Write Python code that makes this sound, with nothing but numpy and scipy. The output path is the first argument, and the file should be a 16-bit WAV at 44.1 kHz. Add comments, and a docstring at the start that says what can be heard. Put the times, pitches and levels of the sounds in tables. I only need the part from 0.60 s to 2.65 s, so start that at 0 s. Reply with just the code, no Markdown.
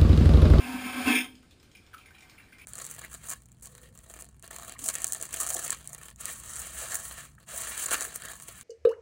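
"""Vacuum toilet flush

Air rushes down the drain and booms in the bowl, then slurps, gulps and sputters as the valve closes.
The small bathroom rings out over a low background rumble. The last water trickles and drips into
the bowl, with fizzing bubbles and a few plops from the drain."""
import sys
import numpy as np
from scipy import signal
from scipy.fft import rfft, irfft
from scipy.io import wavfile
from scipy.ndimage import uniform_filter1d

SR = 44100
rng = np.random.default_rng(int(sys.argv[2]) if len(sys.argv) > 2 else 0)


def master(y):
    """Save y as 16-bit WAV."""
    cut = np.clip(np.atleast_2d(y).T, -1, 1)
    pcm = np.round(cut * 32767)  # scale
    wavfile.write(sys.argv[1], SR, pcm.astype(np.int16))


N = 90404
T = np.arange(N) / SR
HZ = np.fft.rfftfreq(2 * N, 1 / SR)


def undb(db):
    """Decibels to gain."""
    return 10 ** (np.asarray(db) / 20)


def unit(x):
    """Scale to rms 1."""
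    return x / np.sqrt(np.mean(x ** 2))


def steady(x, samples):
    """Ride the level to rms 1 over a sliding window."""
    return x / np.sqrt(uniform_filter1d(x ** 2, samples))


def fader(points):
    """Gain over time from (time [s], level [dB]) points."""
    return undb(np.interp(T, *np.array(points).T))


def burst(start, rise):
    """Envelope that swells to 1 over the rise time and dies away."""
    age = np.clip((T - start) / rise, 0, 50)
    return age * np.exp(1 - age)


def eq(points):
    """Gain over frequency from (frequency [Hz], level [dB]) points."""
    hz, db = np.array(points).T
    return undb(np.interp(np.log(HZ + 1), np.log(hz), db))


def bell(hz, width_hz):
    """Power curve of one resonance, 1 at its centre."""
    return abs(1j * HZ * width_hz / (hz ** 2 - HZ ** 2 + 1j * HZ * width_hz)) ** 2


def cavity(modes):
    """EQ of a cavity: flat, with a peak or a dip at each resonance."""
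    return undb(sum(db * bell(hz, width) for hz, width, db in modes))


def shape(x, response):
    """Filter by a frequency response."""
    return irfft(rfft(x, 2 * N) * response)[:N]


def causal(gain):
    """Minimum-phase response with the given gains: it rings only after a hit."""
    cepstrum = irfft(np.log(gain + 1e-9))
    return np.exp(rfft(np.r_[cepstrum[0], 2 * cepstrum[1:N], np.zeros(N)]))


def noise(gain):
    """Noise of rms 1 with the given EQ."""
    return unit(shape(rng.standard_normal(N), gain))


def droplets(per_s, spread_db):
    """Random clicks of uneven size."""
    chance, size, sign = rng.random(N), rng.standard_normal(N), rng.choice([-1, 1], N)
    return unit((chance < per_s / SR) * sign * undb(spread_db * np.clip(size, -2, 2)))


def flutter(rate_hz, depth_db):
    """Random wobble of level."""
    window = max(int(SR / rate_hz), 1)
    wobble = uniform_filter1d(uniform_filter1d(rng.standard_normal(N), window), window)
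    return unit(undb(depth_db * unit(wobble)))


# tone of the background (frequency [Hz], relative level [dB])
ROOM_TONE_EQ = [(20, -13), (78, 1.5), (130, -7.5), (300, -9), (500, -16.5), (1000, -29.5), (2500, -25.5),
                (4800, -27), (6000, -35.5), (9000, -29.5), (15000, -60)]
def room_tone(level_db=-60):
    """A quiet, even bed of rumble under the whole scene."""
    return undb(level_db) * noise(eq(ROOM_TONE_EQ))


# upper resonances and dips of the bowl (frequency [Hz], width [Hz], boost [dB])
BOWL_MODES = [(432.4, 23, 10.5), (553, 41, 10), (728.3, 55, 14), (776.4, 67, 12.5), (866, 26, -8),
              (937, 36, 13.5), (1058, 70, 17.5), (1293, 130, 11), (1570, 98, 13.5), (1715, 20, 6),
              (2116, 58, 10), (2340, 210, 10), (2599, 30, 7.5), (2820, 39, -12), (3170, 140, 6.5),
              (9600, 260, 7.5)]
# swell of air through the drain (time [s], level [dB])
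RUSH_FADER = [(0, -40), (.1, -40), (.21, -41), (.27, -38.5), (.32, -40), (.4, -35.5), (.455, -35.5),
              (.482, -27.5), (.515, -29), (.56, -38.5), (.61, -52), (.66, -48), (.75, -110)]
# tone of the rushing air (frequency [Hz], relative level [dB])
RUSH_EQ = [(100, -34), (160, -15), (300, -3), (620, -7), (1100, -6), (2400, -3), (3300, -6.5),
           (4200, -10.5), (5200, -6.5), (6000, -25), (6800, -9), (8000, -16.5), (9600, -10.5), (12000, -22),
           (15000, -10.5)]
def rush(bowl):
    """Turbulent air laden with droplets, coloured by the bowl."""
    spatter = undb(-5.5) * droplets(per_s=1500, spread_db=4)
    air = unit(rng.standard_normal(N) + spatter) * flutter(rate_hz=74, depth_db=0.9)
    return shape(air * fader(RUSH_FADER), causal(unit(eq(RUSH_EQ) * bowl)))


# surges of the bowl's boom (time [s], level [dB])
BOOM_FADER = [(0, -46), (.1, -38.5), (.125, -38.5), (.155, -33), (.22, -46), (.26, -35.5), (.32, -45),
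              (.4, -31.5), (.445, -46.5), (.478, -29.5), (.515, -26), (.57, -32.5), (.65, -44), (.8, -61.5),
              (1.1, -105)]
# low air resonances of the bowl (frequency [Hz], half-width [Hz], relative level [dB])
BOOM_MODES = [(202.6, 10, 2), (254, 16, 3), (288, 16, 1.5), (317, 12, -3.5)]
def boom(pitch_hz=250.8, wander_hz=4, rough_db=-7):
    """Airflow keeps the bowl's main resonance sounding; it flutters and beats with its neighbours."""
    wander = wander_hz * unit(uniform_filter1d(rng.standard_normal(N), size=1500))
    tone = np.sqrt(2) * np.sin(2 * np.pi * np.cumsum(pitch_hz + wander) / SR)
    throb = flutter(rate_hz=90, depth_db=1.6)
    neighbours = noise(sum(undb(db) * bell(hz, 2 * half) for hz, half, db in BOOM_MODES))
    roughness = undb(rough_db) * steady(neighbours, samples=2000)
    return unit(tone * throb + roughness) * fader(BOOM_FADER)


# rumble in the drain (time [s], level [dB])
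RUMBLE_FADER = [(0, -51.5), (.16, -49.5), (.24, -57), (.39, -56), (.45, -48), (.48, -40), (.52, -84),
                (.6, -100)]
# bass weight of the rumble (frequency [Hz], relative level [dB])
RUMBLE_EQ = [(45, -18), (78, 5), (160, -7), (300, -22)]
def rumble():
    """The drain rumbles under the rush and drops out at the gulp."""
    return noise(eq(RUMBLE_EQ)) * fader(RUMBLE_FADER)


# spray torn through the closing valve (time [s], level [dB])
SPRAY_FADER = [(0, -57), (.35, -43), (.455, -38), (.484, -32), (.53, -24.5), (.59, -32), (.62, -31),
               (.66, -58), (.73, -100)]
# slugs of water spat through the last gap (time [s], relative level [dB])
SPUTTERS = [(.547, -33), (0.562, -32), (0.576, -28), (0.587, -25.5), (0.605, -32), (.610, -32),
            (0.618, -37), (0.643, -35)]
# hiss of the valve gap (frequency [Hz], relative level [dB])
GAP_EQ = [(200, -36), (900, -29), (1900, -3), (2500, 6), (2950, -1.5), (3500, 5), (4300, -27), (5250, -3.5),
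          (5950, -23), (6700, -4.5), (7700, -32), (8600, -1), (9600, -4.5), (10400, -11), (11600, -103),
          (13000, -33), (14500, 0.5), (15500, -22)]
def valve(bowl):
    """Spray hisses in the narrowing gap and breaks up into separate slugs."""
    spray = fader(SPRAY_FADER) * flutter(rate_hz=61, depth_db=3.5)
    slugs = undb(3) * sum(undb(db) * burst(start, rise=.0012) for start, db in SPUTTERS)
    hiss = rng.standard_normal(N) * np.hypot(spray, slugs)
    return shape(hiss, causal(unit(eq(GAP_EQ) * bowl)))


# air slurping through the emptying drain (time [s], level [dB])
SLURP_FADER = [(.4, -47), (.455, -39.5), (.468, -32.5), (.49, -24.5), (.53, -33.5), (.585, -33.5),
               (.65, -79)]
# hollow ring of the drain (frequency [Hz], width [Hz], relative level [dB])
SLURP_MODES = [(1527, 33, -3.5), (1653, 31, -7.5), (1738, 31, 0.5), (2600, 66, 3.5), (2765, 20, 0),
               (3257, 52, -7), (3600, 93, -15.5)]
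def slurp():
    """Air breaks through the last water and rings the drain in one sustained, hollow surge."""
    ring = noise(sum(undb(db) * bell(hz, width) for hz, width, db in SLURP_MODES))
    gate = T < SLURP_FADER[-1][0]
    return steady(ring, samples=500) * fader(SLURP_FADER) * gate


# body of the gulp (frequency [Hz], relative level [dB])
GULP_EQ = [(120, -68), (200, -14), (270, 11.5), (320, -2), (370, -15.5), (440, -7), (700, -34.5)]
def gulp(bowl, level_db=-28):
    """The drain swallows the last water at once, with a hollow thump."""
    body = steady(noise(eq(GULP_EQ) * bowl), samples=900)
    return body * burst(start=.4555, rise=.037) * undb(level_db)


# hollow rings of the shallow pool (frequency [Hz], width [Hz], boost [dB])
POOL_MODES = [(750, 23, 11), (1556, 50, 8.5), (2110, 61, 10), (2360, 260, 12), (3170, 73, 6.5)]
# tick of water on the glaze, shared with the drips (frequency [Hz], relative level [dB])
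TICK_EQ = [(300, -34.5), (1200, -1.5), (2400, 3.5), (3600, 7.5), (4400, 1.5), (5300, 9.5), (6000, -3),
           (6700, 5.5), (9700, -5), (11500, -30), (13000, -15), (14300, 0), (15500, -20)]
# thin stream running down the bowl, shared with the fizz (time [s], level [dB])
TRICKLE_FADER = [(.6, -80), (1.1, -71), (1.3, -69.5), (1.55, -63), (2.05, -67)]
def trickle(pool):
    """Tiny droplets patter in the bowl."""
    warmth = eq([(700, 24.5), (2000, 1.5), (4000, -10), (14000, 2.5)])
    patter = droplets(per_s=500, spread_db=5.5) * fader(TRICKLE_FADER)
    return shape(patter, causal(unit(eq(TICK_EQ) * warmth * pool)))


def fizz(per_s=70, centre_hz=2400, spread_octaves=.75):
    """Tiny bubbles burst in the stream, each at its own pitch and strength."""
    pings, count = np.zeros(N), int(per_s * N / SR)
    for k, (jitter, pitch, size) in enumerate(rng.uniform(-1.1, 1, (count, 3))):
        start = (k + jitter) / per_s
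        hz = centre_hz * 2 ** (spread_octaves * pitch)
        pings += 2 ** size * burst(start, rise=.0015) * np.sin(2 * np.pi * hz * (T - start))
    return unit(pings) * undb(-5.5) * fader(TRICKLE_FADER)  # tucked under the trickle


# drops landing (time [s], relative ring level [dB], pitch [Hz], relative tick level [dB])
DRIPS = [(0.7533, -74, 2370, -57.5), (0.828, -53, 1300, -67.5), (0.9094, -52, 3780, -60),
         (0.9996, -77, 3570, -62.5), (1.0291, -59, 1350, -59.5), (1.115, -65, 2410, -61.5),
         (1.150, -41, 2600, -61), (1.17, -52, 2360, -60.5), (1.265, -61, 2400, -63),
         (1.38, -44.5, 2950, -60.5), (1.4107, -47, 2600, -67), (1.4585, -44, 1980, -59.5),
         (1.5464, -44.5, 2600, -79), (1.584, -46.5, 2500, -61), (1.607, -68, 2550, -56.5),
         (1.623, -44, 2110, -63), (1.634, -68, 2300, -65), (1.697, -51, 2310, -54),
         (1.7333, -52, 1690, -67.5), (1.779, -42, 2110, -80), (1.7976, -44.5, 1640, -75),
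         (1.884, -49.5, 1920, -82), (1.928, -41, 2250, -63), (1.9839, -45, 1680, -57),
         (1.9958, -44, 2300, -66), (2.013, -38.5, 2350, -61)]
# squirt at the drain (frequency [Hz], relative level [dB])
SQUIRT_EQ = [(900, -15.5), (1550, -11), (3100, -7), (4200, -32), (8000, -30), (9700, 2.5), (11800, -49),
             (14300, -7)]
def drips(pool):
    """Each drop ticks on the glaze, then splats with a pitched ring and a small squirt at the drain."""
    rings, tick_envelope, squirt_envelope = 0, 0, 0
    for time, ring_db, hz, tick_db in DRIPS:
        splat = undb(ring_db - 7) * burst(time - .001, rise=.0034)
        band = bell(hz, width_hz=.36 * hz)
        pool_gain = np.sqrt(np.mean((unit(band) * pool) ** 2))  # divided out: colour without boost
        rings += splat * steady(noise(band), samples=200) / pool_gain
        squirt_envelope += undb(-5) * splat
        tick_envelope += undb(tick_db + 6) * burst(time - .001, rise=.0016)
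    ticks = tick_envelope * noise(eq(TICK_EQ))
    squirts = squirt_envelope * noise(eq(SQUIRT_EQ) * pool)
    return shape(rings, causal(pool)) + ticks + squirts


# air bubbles gulped in the drain (time [s], level [dB], pitch [Hz])
BUBBLES = [(1.333, -46, 1600), (1.34, -39, 1410), (1.346, -36.5, 1318), (1.371, -48, 1330),
           (1.386, -47.5, 1300), (1.508, -48.5, 1570), (1.786, -48.5, 2720), (1.924, -47, 1576),
           (2.019, -48, 2340)]
# splash of a bursting bubble (frequency [Hz], relative level [dB])
SPLASH_EQ = [(700, -15), (1500, 2), (3200, -6), (4300, -11.5), (8000, -17), (10600, -4), (11800, -39),
             (14000, -7)]
def bubbles(sag_per_s=2.2, splash_db=-10.5):
    """Short plops that sag slightly in pitch, each with a splash as it bursts."""
    plops, splash_envelope = 0, 0
    for time, db, hz in BUBBLES:
        age = T - time
        tone = np.sin(2 * np.pi * hz * age * (1 - sag_per_s * age / 2))
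        plops += undb(db) * burst(time - .001, rise=.0022) * tone
        splash_envelope += undb(db + splash_db) * burst(time - .003, rise=.0026)
    return plops + splash_envelope * noise(eq(SPLASH_EQ))


def tail(t60_s, db):
    """Dense echoes that die away after a 1.5 ms pre-delay."""
    echoes = rng.standard_normal(N) * undb(-60 * T / t60_s) * (T > .0015)
    return undb(db) * echoes / np.linalg.norm(echoes)


def bathroom(x, bowl_db, room_db):
    """Direct sound, quick reflections inside the bowl and the ring of a small hard room, even in tone."""
    impulse = (T == 0) + tail(t60_s=.1, db=bowl_db) + tail(t60_s=.32, db=room_db)
    response = rfft(impulse, 2 * N)
    colouration = np.sqrt(uniform_filter1d(abs(response) ** 2, size=220))
    return shape(x, response / causal(colouration))


def scene():
    """The flush, then the last water, over room tone; boom, gulp and rumble stay dry."""
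    bowl, pool = cavity(BOWL_MODES), cavity(POOL_MODES)
    air = bathroom(rush(bowl), bowl_db=-6, room_db=-8)
    closing = bathroom(valve(bowl) + slurp(), bowl_db=.5, room_db=-11.5)
    low_end = boom() + gulp(bowl) + rumble()
    water = bathroom(trickle(pool) + fizz() + drips(pool), bowl_db=3, room_db=-2.5)
    plops = bathroom(bubbles(), bowl_db=-3, room_db=-8)
    return (air + closing + low_end + water + plops + room_tone())[None]


def record(dry):
    """The microphone cuts the top end steeply."""
    top_hz = 15250
    return signal.sosfilt(signal.ellip(10, .2, 80, top_hz, fs=SR, output="sos"), dry)


dry = scene()
out = record(dry)
master(out)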